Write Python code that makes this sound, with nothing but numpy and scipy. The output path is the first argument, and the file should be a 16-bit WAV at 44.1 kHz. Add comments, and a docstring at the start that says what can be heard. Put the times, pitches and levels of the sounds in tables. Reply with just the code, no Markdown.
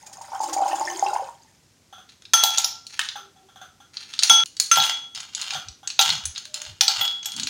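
"""Juice is heard first, running into a nearly full glass pitcher: entrained air sings as bubbles,
spray spatters as short grains, and a tone rises in pitch as the air space in the neck shrinks.
Ice cubes then drop one by one into a stemmed glass: brittle clicks, decaying modes of the bowl,
and runs of tiny ticks as they slide to rest. Soft thuds, nudges and faint hollow tones lie beneath.
Tiled walls add diffuse reflections, and a limiter catches the hardest hits."""
import sys
import numpy as np
from scipy import signal
from scipy.fft import rfft, irfft, next_fast_len
from scipy.io import wavfile
from scipy.ndimage import uniform_filter1d, minimum_filter1d

SR = 44100
rng = np.random.default_rng(int(sys.argv[2]) if len(sys.argv) > 2 else 0)


def generate_wav(signal):
    """Clip the signal to [-1, 1] and save it as 16-bit WAV at the path in sys.argv[1]."""
    frames = np.transpose(np.atleast_2d(signal))
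    scaled = np.clip(frames, -1, 1) * 32767
    pcm = np.round(scaled).astype(np.int16)
    wavfile.write(sys.argv[1], SR, pcm)


N = 330304
TIME = np.arange(N) / SR

# All levels are relative: each source and its reflections scale them further.
# Spectrum of the quiet kitchen air: [f/Hz, level/dB]
KITCHEN_COLOUR = [(25, -26.5), (50, -10), (95, 0), (300, -7), (600, -14.5), (1300, -17.5), (3000, -18.5),
                  (6200, -15.5), (9000, -23), (16000, -34)]
# Dull thuds: [t/s, level/dB, f/Hz, length/s]
THUDS = [(4.29, -44.5, 152, 0.065), (4.76, -40.5, 134, 0.081), (5.54, -44, 151, 0.069),
         (5.65, -43.5, 86, 0.091), (6.05, -42, 149, 0.17), (6.23, -37.5, 85.5, 0.097),
         (6.66, -43.5, 91, .1), (6.97, -46, 114.7, 0.069), (7.33, -41, 212, 0.17)]
# Faint hollow tones: [t/s, level/dB, f/Hz, length/s]
HOLLOW_TONES = [(3.18, -54.5, 398, 0.15), (3.34, -56, 760, 0.138), (3.42, -56.5, 381, 0.079),
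                (6.44, -53, 607, 0.32)]

# The stream swells, eases, surges once more and stops, leaving foam:
# [t/s, bubbling level/dB, spray level/dB]
POUR_LEVELS = [(0, -52.5, -54), (.29, -44.5, -49.5), (.33, -30.5, -46.5), (.44, -34, -39),
               (.6, -25.5, -41.5), (.85, -32.5, -35), (1.0, -36, -38), (1.17, -26.5, -43.5),
               (1.37, -60, -60.5), (1.9, -100, -80)]
# Air resonance in the neck of the pitcher: [t/s, f/Hz, level/dB]
NECK_RESONANCE = [(0, 310, -83), (.3, 315, -76), (.45, 322.5, -46.5), (.8, 333.3, -45), (1.05, 373.7, -40),
                  (1.2, 418, -60), (1.35, 430.6, -86)]
# Big single bubbles: [t/s, level/dB, f/Hz]
BIG_BUBBLES = [(.211, -27, 913), (.318, -23.5, 904), (.403, -15, 873), (.434, -15.5, 834),
               (.564, -13.5, 790), (.584, -15, 816), (.604, -14, 792), (.620, -11.5, 758), (.656, -12, 798),
               (.730, -12.5, 793), (.811, -13, 877), (.875, -19, 1790), (.882, -24, 2060),
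               (.995, -13.5, 6545), (1.025, -8.5, 796), (1.061, -13.5, 813), (1.065, -21.5, 2670),
               (1.131, -13.5, 839), (1.195, -18.5, 780), (1.220, -29, 537), (1.288, -25.5, 920),
               (1.447, -48.5, 880)]
# Spectrum of the small bubbles: [f/Hz, level/dB]
BUBBLING_COLOUR = [(400, -38), (560, -15.5), (680, -10), (800, 6), (960, -2.5), (1230, -14), (1450, -8),
                   (2100, -39.5), (2600, -16)]
# Spectrum of the spray: [f/Hz, level/dB]
SPRAY_COLOUR = [(1060, -17.5), (1800, -16), (2280, -17), (2640, -17), (4250, -14), (5100, -5.5),
                (5800, -10), (6710, -0.5), (7770, -11), (8670, -4), (12200, -16.5), (16000, -2.5)]
# Splashes of the stream: [t/s, level/dB]
SPLASHES = [(0.060, -36.5), (0.125, -35.5), (0.21, -37.5), (0.404, -35), (0.429, -27), (0.527, -21.5),
            (.675, -29), (0.749, -29.5), (.875, -36), (1.131, -32)]
SURGE_DB, SURGE_HZ = 2, 14  # rms wavering of the stream, and the rate where it is strongest
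GLUG_CYCLES, GLUG_GLIDE = 66, .025  # cycles to fall 60 dB, and the rise-in-pitch coefficient

# Spectrum of ice cracks and scrapes: [f/Hz, level/dB]
ICE_COLOUR = [(350, -66.5), (600, -27), (894, -12), (1050, -17), (1350, -9.5), (1930, -12), (3040, -6),
              (4110, -4.5), (5630, -9.5), (6830, -8), (7830, -21), (8990, -18.5), (13600, -46.5),
              (16000, -30)]
# The clearest ice clicks: [t/s, level/dB, cube resonance f/Hz, body level/dB, top level/dB]
ICE_CLICKS = [(2.221, -34, 3680, -8, -7), (2.2527, -26.5, 3720, -16, -22), (2.3348, 1.5, 6340, -6.5, -16),
              (2.437, 1.5, 3240, -29, -9), (2.5744, -5.5, 5850, -35, -22), (2.582, 0.5, 6660, -35, -23),
              (2.6439, -1, 5360, -38, -24.5), (2.8669, -21, 4180, -40, -14), (2.992, -3.5, 3120, -3, -5),
              (3.013, -12, 3882, -22, -34), (3.0876, -12, 3850, -21.5, -21.5),
              (3.9694, -13.5, 4420, -21, -30.5), (4.137, -17, 3600, -19, -20), (4.1907, -3, 3990, -27, -20),
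              (4.2331, 3.5, 4240, -23, -7), (4.2966, 1, 3560, -13.5, -3.5), (4.4583, -19.5, 4270, -22, -8),
              (4.5673, -21.5, 4550, -21.5, -12), (4.599, 1.5, 4330, -20.5, -0.5),
              (4.7137, -0.5, 6456, -5, -23), (4.801, -2.5, 3790, -25.5, -38.5),
              (4.8373, -7, 3300, -23.5, -13), (5.1486, -19.5, 4510, -20, -5), (5.3487, -10, 6860, -42, -29),
              (5.4141, -13.5, 4000, -21, -5), (5.5063, -11.5, 4230, -12, -17),
              (5.6848, -20, 5870, -25, -22.5), (5.874, -9.5, 6340, -19.5, -17),
              (5.9017, -14.5, 4166, -15, -18), (5.9911, 4.5, 3730, -22.5, -30),
              (6.012, -1.5, 6010, -14, -7), (6.1019, -8, 3720, -24.5, -43), (6.2542, -9, 6400, -17, -5.5),
              (6.3592, -16.5, 4170, -19, -31), (6.3789, -14.5, 4340, -21, -12.5),
              (6.453, -22.5, 4140, -9, -6), (6.542, -11, 4090, -23.5, -7), (6.6173, -17.5, 6502, -5, -2),
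              (6.8089, 5.5, 6030, -15.5, -15.5), (6.8798, 3.5, 4320, -29.5, -23),
              (7.012, -8.5, 3450, -12, -15), (7.0778, -11.5, 3530, -26, -20.5),
              (7.257, -11.5, 6830, -25, -16), (7.3191, -18, 3150, -43.5, -14),
              (7.364, -16.5, 4500, -30, -3), (7.3975, -10.5, 4400, -17.5, -9),
              (7.4325, -10, 6830, -31, -22), (7.4704, -10, 4400, -13, -9)]
# Blows on the bowl; where a cube lands sets what rings: [t/s, air in the bowl level/dB,
# first, second, third wall mode level/dB, highest modes level/dB]
BOWL_BLOWS = [(2.338, -25, -16, -11.5, -10, -26.5), (2.435, -19, -29, -21.5, -47, -20.5),
              (2.580, -29, -33, -62, -57, -35.5), (2.645, -35.5, -32, -49, -58, -33),
              (4.299, -19.5, -13.5, -2.5, -7.5, -29), (4.715, -41, -13.5, -19.5, -8, -32),
              (4.772, -19, -20.5, -20, -31, -28), (4.85, -35.5, -37, -17.5, -22.5, -38.5),
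              (5.991, -19, -22.5, -23, -18.5, -27.5), (6.811, -29, -41, -40.5, -31, -32),
              (6.882, -29, -32.5, -41.5, -39, -38.5), (7.010, -30.5, -30.5, -18.5, -55, -30.5),
              (7.258, -44.5, -52, -30.5, -37, -50)]
# Frequencies to which the five levels of a blow belong: [f/Hz]
FAMILY_HZ = [800, 1360, 3350, 6200, 13000]
# Modes of the glass: [f/Hz, level/dB, t60/s before the sustain factor]
GLASS_MODES = [(730, -7, .1), (790, -2, .17), (870, -2, .2), (945, -5, .14), (1345, -7, .25),
               (1363, -2, .65), (2970, -23, .5), (3330, -11, .4), (3351, -3, .75), (4725, -18, .4),
               (5420, -14, .35), (6203, 0, .45), (8087, -12, .32), (9432, -5, .28), (9645, -11, .28),
               (12692, -7, .24), (12930, -8, .24), (14180, -7, .22), (14548, -4, .28), (14685, -3, .28)]
# Soft, damped nudges of the glass: [t/s, level/dB]
NUDGES = [(1.926, -37.5), (1.98, -41.5), (3.156, -29.5), (3.361, -53), (3.486, -48.5), (3.558, -41),
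          (3.614, -36), (3.802, -44.5), (5.525, -33), (5.551, -25), (5.83, -40)]
# Bouts of cubes sliding against each other: [t/s, length/s, level/dB]
SLIDES = [(2.079, 0.018, -50.5), (2.337, 0.28, -29), (2.889, 0.2, -41), (3.928, 0.33, -42),
          (4.211, 0.17, -27), (4.722, 0.15, -21.5), (5.146, 0.057, -33), (5.31, 0.045, -46),
          (5.366, .18, -29.5), (5.985, 0.13, -20.5), (6.34, 0.067, -42.5), (6.527, 0.15, -37.5),
          (6.884, .17, -27.5), (7.226, 0.055, -36), (7.327, 0.18, -39)]
RING_STOP_S = 4.437  # cube sound begun earlier, reflections included, stops dead here
SLIDE_ATTACK_S, SETTLE_DB_PER_S = 0.011, 182.5  # quick onset, and decay as the cubes come to rest
SLIDE_TICKS_PER_S = 350  # mean rate of contacts
JOSTLE_DB, JOSTLE_SPREAD_DB = 14, -1  # click level above the bout's level, and its random range
JOSTLE_HZ, JOSTLE_BODY_DB, JOSTLE_TOP_DB = 4540, -20.5, -22  # central pitch, click colour

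TOP_HZ = 15900  # upper band edge of the output


def undb(db):
    """Decibels are a logarithmic measure of amplitude; this inverts it."""
    return 10 ** (np.asarray(db) / 20)


def unit(x):
    """Normalisation to unit root-mean-square amplitude."""
    return x / np.sqrt(np.mean(x ** 2) + 1e-18)


def steady(x, size=3500):
    """Automatic gain: dividing by the running rms over about a twelfth of a second evens the level."""
    power = np.abs(uniform_filter1d(x ** 2, size))
    return x / np.sqrt(power + np.mean(power) / 10 ** 2)


def curve(rows, axis):
    """Linear interpolation in time of one column of a table."""
    rows = np.array(rows)
    return np.interp(TIME, rows[:, 0], rows[:, axis])


def colour(x, points):
    """Minimum-phase filtering through [f/Hz, level/dB] points: folding the cepstrum makes it causal."""
    size = next_fast_len(2 * len(x))
    hz, db = np.array(sorted(points), float).T
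    f = np.maximum(np.arange(size // 2 + 1) * SR / size, 1)
    log_gain = np.log(undb(np.interp(np.log(f), np.log(hz), db)))
    cepstrum = irfft(log_gain, size)
    cepstrum[1:size // 2] *= 2
    cepstrum[size // 2 + 1:] = 0
    return irfft(rfft(x, size) * np.exp(rfft(cepstrum)), size)[:len(x)]


def span(length):
    """Uniform sampling of a time axis of the given length in seconds."""
    return np.arange(int(length * SR)) / SR


def fade(t, t60):
    """Exponential decay: the amplitude falls 60 dB in t60 seconds."""
    return np.exp(-np.log(1000) * t / t60)


def swell(t, rise):
    """Gradual onset: a smooth build-up on the scale of rise seconds."""
    return 1 - np.exp(-(t / rise) ** 2)


def add(out, s, x):
    """Superposition: mix x into out from time s."""
    i = int(np.clip(s * SR, 0, N - 1))
    out[i:i + len(x)] += x[:N - i]


def tiles(x, wet_db, t60):
    """Diffuse reverberation from tiled walls, as a decaying noise response; the top dies sooner."""
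    t = span(0.81)
    low = colour(rng.standard_normal(len(t)), [(200, -3.0), (6500, -6.5), (10000, -23.5)])
    low = low * fade(t, t60)
    high = colour(rng.standard_normal(len(t)), [(5000, -12.0), (10000, -1.0)])
    high = high * fade(t, 0.2)
    onset = 1 - np.exp(-t / 0.00067)
    response = unit((low + high) * onset) / np.sqrt(len(t))  # unit energy
    return x + undb(wet_db) * signal.fftconvolve(x, response)[:N]


def kitchen_air():
    """Stationary background noise: random pressure shaped by a fixed spectrum."""
    return undb(-60.0) * unit(colour(rng.standard_normal(N), KITCHEN_COLOUR))


def thuds_and_tones():
    """Frequency modulation: soft sines under a half-sine swell waver randomly in pitch."""
    out = np.zeros(N)
    for rows, waver in ((THUDS, .25), (HOLLOW_TONES, .025)):
        for s, db, hz, length in rows:
            t = span(length)
            drift = unit(uniform_filter1d(rng.standard_normal(len(t)), size=300))
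            cycles = hz * np.cumsum(1 + waver * drift) / SR
            envelope = np.sin(np.pi * t / length)
            add(out, s, undb(db) * envelope * np.sin(2 * np.pi * cycles))
    return out


def bubble(hz, t60, glide):
    """Bubble resonance: a damped sine builds over a cycle and climbs as it nears the surface."""
    t = span(t60)
    tone = np.sin(2 * np.pi * hz * t * (1 + glide * t / t60))
    return tone * fade(t, t60) * swell(t, 1 / hz)


def grains(start, end, count, lo_hz, hi_hz, cycles, glide, spread_db):
    """Random superposition: small ringing grains at random times, pitches and sizes."""
    out = np.zeros(N)
    for when, pitch, size in rng.random((count, 3)):
        hz = lo_hz * (hi_hz / lo_hz) ** pitch
        gain = undb(spread_db * size ** 2)
        add(out, start + when * (end - start), gain * bubble(hz, cycles / hz, glide))
    return out


def neck():
    """Cavity resonance: the shrinking air space hums ever higher, its amplitude randomly modulated."""
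    wobble = unit(colour(rng.standard_normal(N), [(38, -3.5), (110, -38.5), (400, -102)]))
    cycles = np.cumsum(curve(NECK_RESONANCE, axis=1)) / SR
    level = undb(curve(NECK_RESONANCE, axis=2))
    return wobble * np.sin(2 * np.pi * cycles) * level * (TIME < 1.5)


def pour():
    """Air entrainment: the stream drags in air, so bubbles sing, spray spatters and the neck hums."""
    small_bubbles = grains(0, 1.9, 1800, 444.0, 2575, 26, 0.06, 22)
    bubbling = steady(colour(small_bubbles, BUBBLING_COLOUR))
    spatter = unit(grains(0, 1.7, 6000, 1520, 13900, 14, 0.028, 9.6))
    pings = unit(grains(0, 1.9, 900, 1600, 8000, 70, 0.02, 29))
    spray = steady(colour(spatter + undb(3.0) * pings, SPRAY_COLOUR))
    out = bubbling * undb(curve(POUR_LEVELS, axis=1) - 2.5)
    out += spray * undb(curve(POUR_LEVELS, axis=2) - 2.06)
    surge_colour = [(SURGE_HZ / 2, -10), (SURGE_HZ, 0), (10 * SURGE_HZ, -60)]
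    surge = unit(colour(rng.standard_normal(N), surge_colour))
    out *= undb(SURGE_DB * surge)
    out += neck()
    for s, db, hz in BIG_BUBBLES:
        add(out, s, undb(db) * bubble(hz, GLUG_CYCLES / hz, GLUG_GLIDE))
    return out


def splashes():
    """Impact on a liquid: the stream slaps the surface and throws a short noise burst of spray."""
    out, t = np.zeros(N), span(0.045)
    for s, db in SPLASHES:
        burst = rng.standard_normal(len(t)) * fade(t, 0.066) * swell(t, 0.0066)
        spray = colour(colour(burst, SPRAY_COLOUR), [(7000, 4.0), (14000, -13.0)])
        add(out, s, undb(db - 11) * unit(spray))
    return out


def ring(family_db, sustain):
    """Modal beating: ice leaning on the wall splits each mode of the struck bowl into a close pair."""
    out, t = 0, span(.8)
    for hz, db, t60 in GLASS_MODES:
        gain = undb(db + np.interp(np.log(hz), np.log(FAMILY_HZ), family_db))
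        main, twin = hz * (1 + np.array([.0002, .002]) * rng.standard_normal(2))
        pair = 0.83 * np.sin(2 * np.pi * main * t) + 0.34 * np.sin(2 * np.pi * twin * t)
        out = out + gain * pair * fade(t, t60 * sustain) * swell(t, 0.94 / hz)
    return out


def nudges():
    """Damped excitation: a soft push and rub blurs the modes, which die fast; a hollow tone leads."""
    out, t = np.zeros(N), span(0.17)
    for s, db in NUDGES:
        rub = rng.standard_normal(len(t)) * fade(t, 0.21)
        modes = ring([-14.5, -3.5, -5, -9.5, -26], 0.029)
        walls = signal.fftconvolve(rub, modes)[:len(t)]
        hollow = bubble(780 * (1 + 0.024 * rng.standard_normal()), 0.072, .02)
        add(out, s, undb(db - 16) * unit(walls))
        add(out, s, undb(db - 1) * hollow)
    return out


def bout(start, length):
    """Frictional decay: the envelope of one slide rises quickly, holds, then falls steadily in dB."""
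    age = np.maximum(TIME - start, 0)
    settling = undb(-SETTLE_DB_PER_S * np.maximum(age - length, 0))
    return swell(age, SLIDE_ATTACK_S) * settling


def slide(bouts):
    """Stick-slip friction: wet cubes shift against each other in a run of tiny dry ticks."""
    struck = rng.random(N) < SLIDE_TICKS_PER_S / SR
    sizes = undb(5.7 * rng.standard_normal(N).clip(-2, 2))
    contacts = struck * sizes * rng.choice([-1, 1], N)
    t = span(.02)
    wall = rng.standard_normal(len(t)) * fade(t, 0.015)  # each tick rattles briefly round the bowl
    scrape = steady(colour(signal.fftconvolve(contacts, wall)[:N], ICE_COLOUR))
    catch = unit(colour(rng.standard_normal(N), [(25, -4.5), (150, -44.5)]))  # stick, then slip
    motion = sum(undb(db) * bout(s, length) for s, length, db in bouts)
    return scrape * motion * undb(2.6 * catch - 6.0)


def jostles(bouts):
    """Random impacts: two small knocks during each slide, as rows like those of ICE_CLICKS."""
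    rows = []
    for s, length, db in bouts:
        for when, size, pitch in rng.uniform(-1, 1, size=(2, 3)):
            moment = s + length * (1 + when) / 2
            level = db + JOSTLE_DB + JOSTLE_SPREAD_DB * size
            hz = JOSTLE_HZ * 2 ** (pitch / 2)  # within half an octave either way
            rows.append((moment, level, hz, JOSTLE_BODY_DB, JOSTLE_TOP_DB))
    return rows


def clicks(rows):
    """Brittle impact: each contact is a noisy crack, a brief cluster of cube modes, uneven chatter."""
    out, t = np.zeros(N), span(0.18)
    for s, db, hz, body_db, top_db in rows:
        chatter = undb(3.7 * unit(uniform_filter1d(rng.standard_normal(len(t)), size=130)))
        shape = fade(t, 0.017) + undb(-25.5) * fade(t, 0.37) * chatter
        crack = unit(colour(rng.standard_normal(len(t)) * shape, ICE_COLOUR))
        detuning = np.outer([0, .04, .12, .3], rng.standard_normal(3)).reshape(-1, 1)
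        modes = hz * np.exp(detuning)
        cluster = np.sin(2 * np.pi * (modes * t + rng.random(modes.shape))).sum(0)
        note = unit(cluster * fade(t, 0.036))
        tint = [(200, -24.5), (1600, body_db + 16.5), (4500, 1.5),
                (9500, top_db + 18.5), (12500, top_db + 19)]
        hit = colour((crack + 0.918 * note) * swell(t, 0.00048), tint)
        add(out, s, undb(db - 27.5) * unit(hit))
    return out


def glass(rows):
    """Modal excitation: every blow rings the same modes of the bowl, in a different mix."""
    out = np.zeros(N)
    for s, *family_db in rows:
        add(out, s, ring(family_db, 0.74))
    return out


def cubes(start, end):
    """Superposition of contacts beginning in [start, end): clicks, ringing, slides, reflections."""
    tables = (ICE_CLICKS, BOWL_BLOWS, SLIDES)
    hits, blows, bouts = ([row for row in table if start <= row[0] < end] for table in tables)
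    clicking = tiles(clicks(hits + jostles(bouts)), -4.0, 0.4)
    ringing = tiles(glass(blows), -7, 0.52)
    sliding = tiles(slide(bouts), -3, 0.34)
    return clicking + ringing + sliding


def scene():
    """Linear superposition: the pour, then the cubes, over the quiet air of the kitchen."""
    air = kitchen_air()
    juice = tiles(pour() + splashes(), -4.5, 0.31)
    settling = tiles(nudges(), 0.46, 0.3)
    drops = cubes(0, RING_STOP_S) * (TIME < RING_STOP_S) + cubes(RING_STOP_S, np.inf)
    return (juice + drops + settling + thuds_and_tones() + air)[None]


def record(dry):
    """Peak limiting and band limiting: a fast gain holds hits at full scale, then the top is cut."""
    needed = 1 / np.maximum(np.abs(dry), 1)
    gain = uniform_filter1d(minimum_filter1d(needed, size=90), size=45)
    top_cut = signal.ellip(10, .2, 70, TOP_HZ, fs=SR, output="sos")
    return signal.sosfilt(top_cut, dry * gain)


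dry = scene()
out = record(dry)
generate_wav(out)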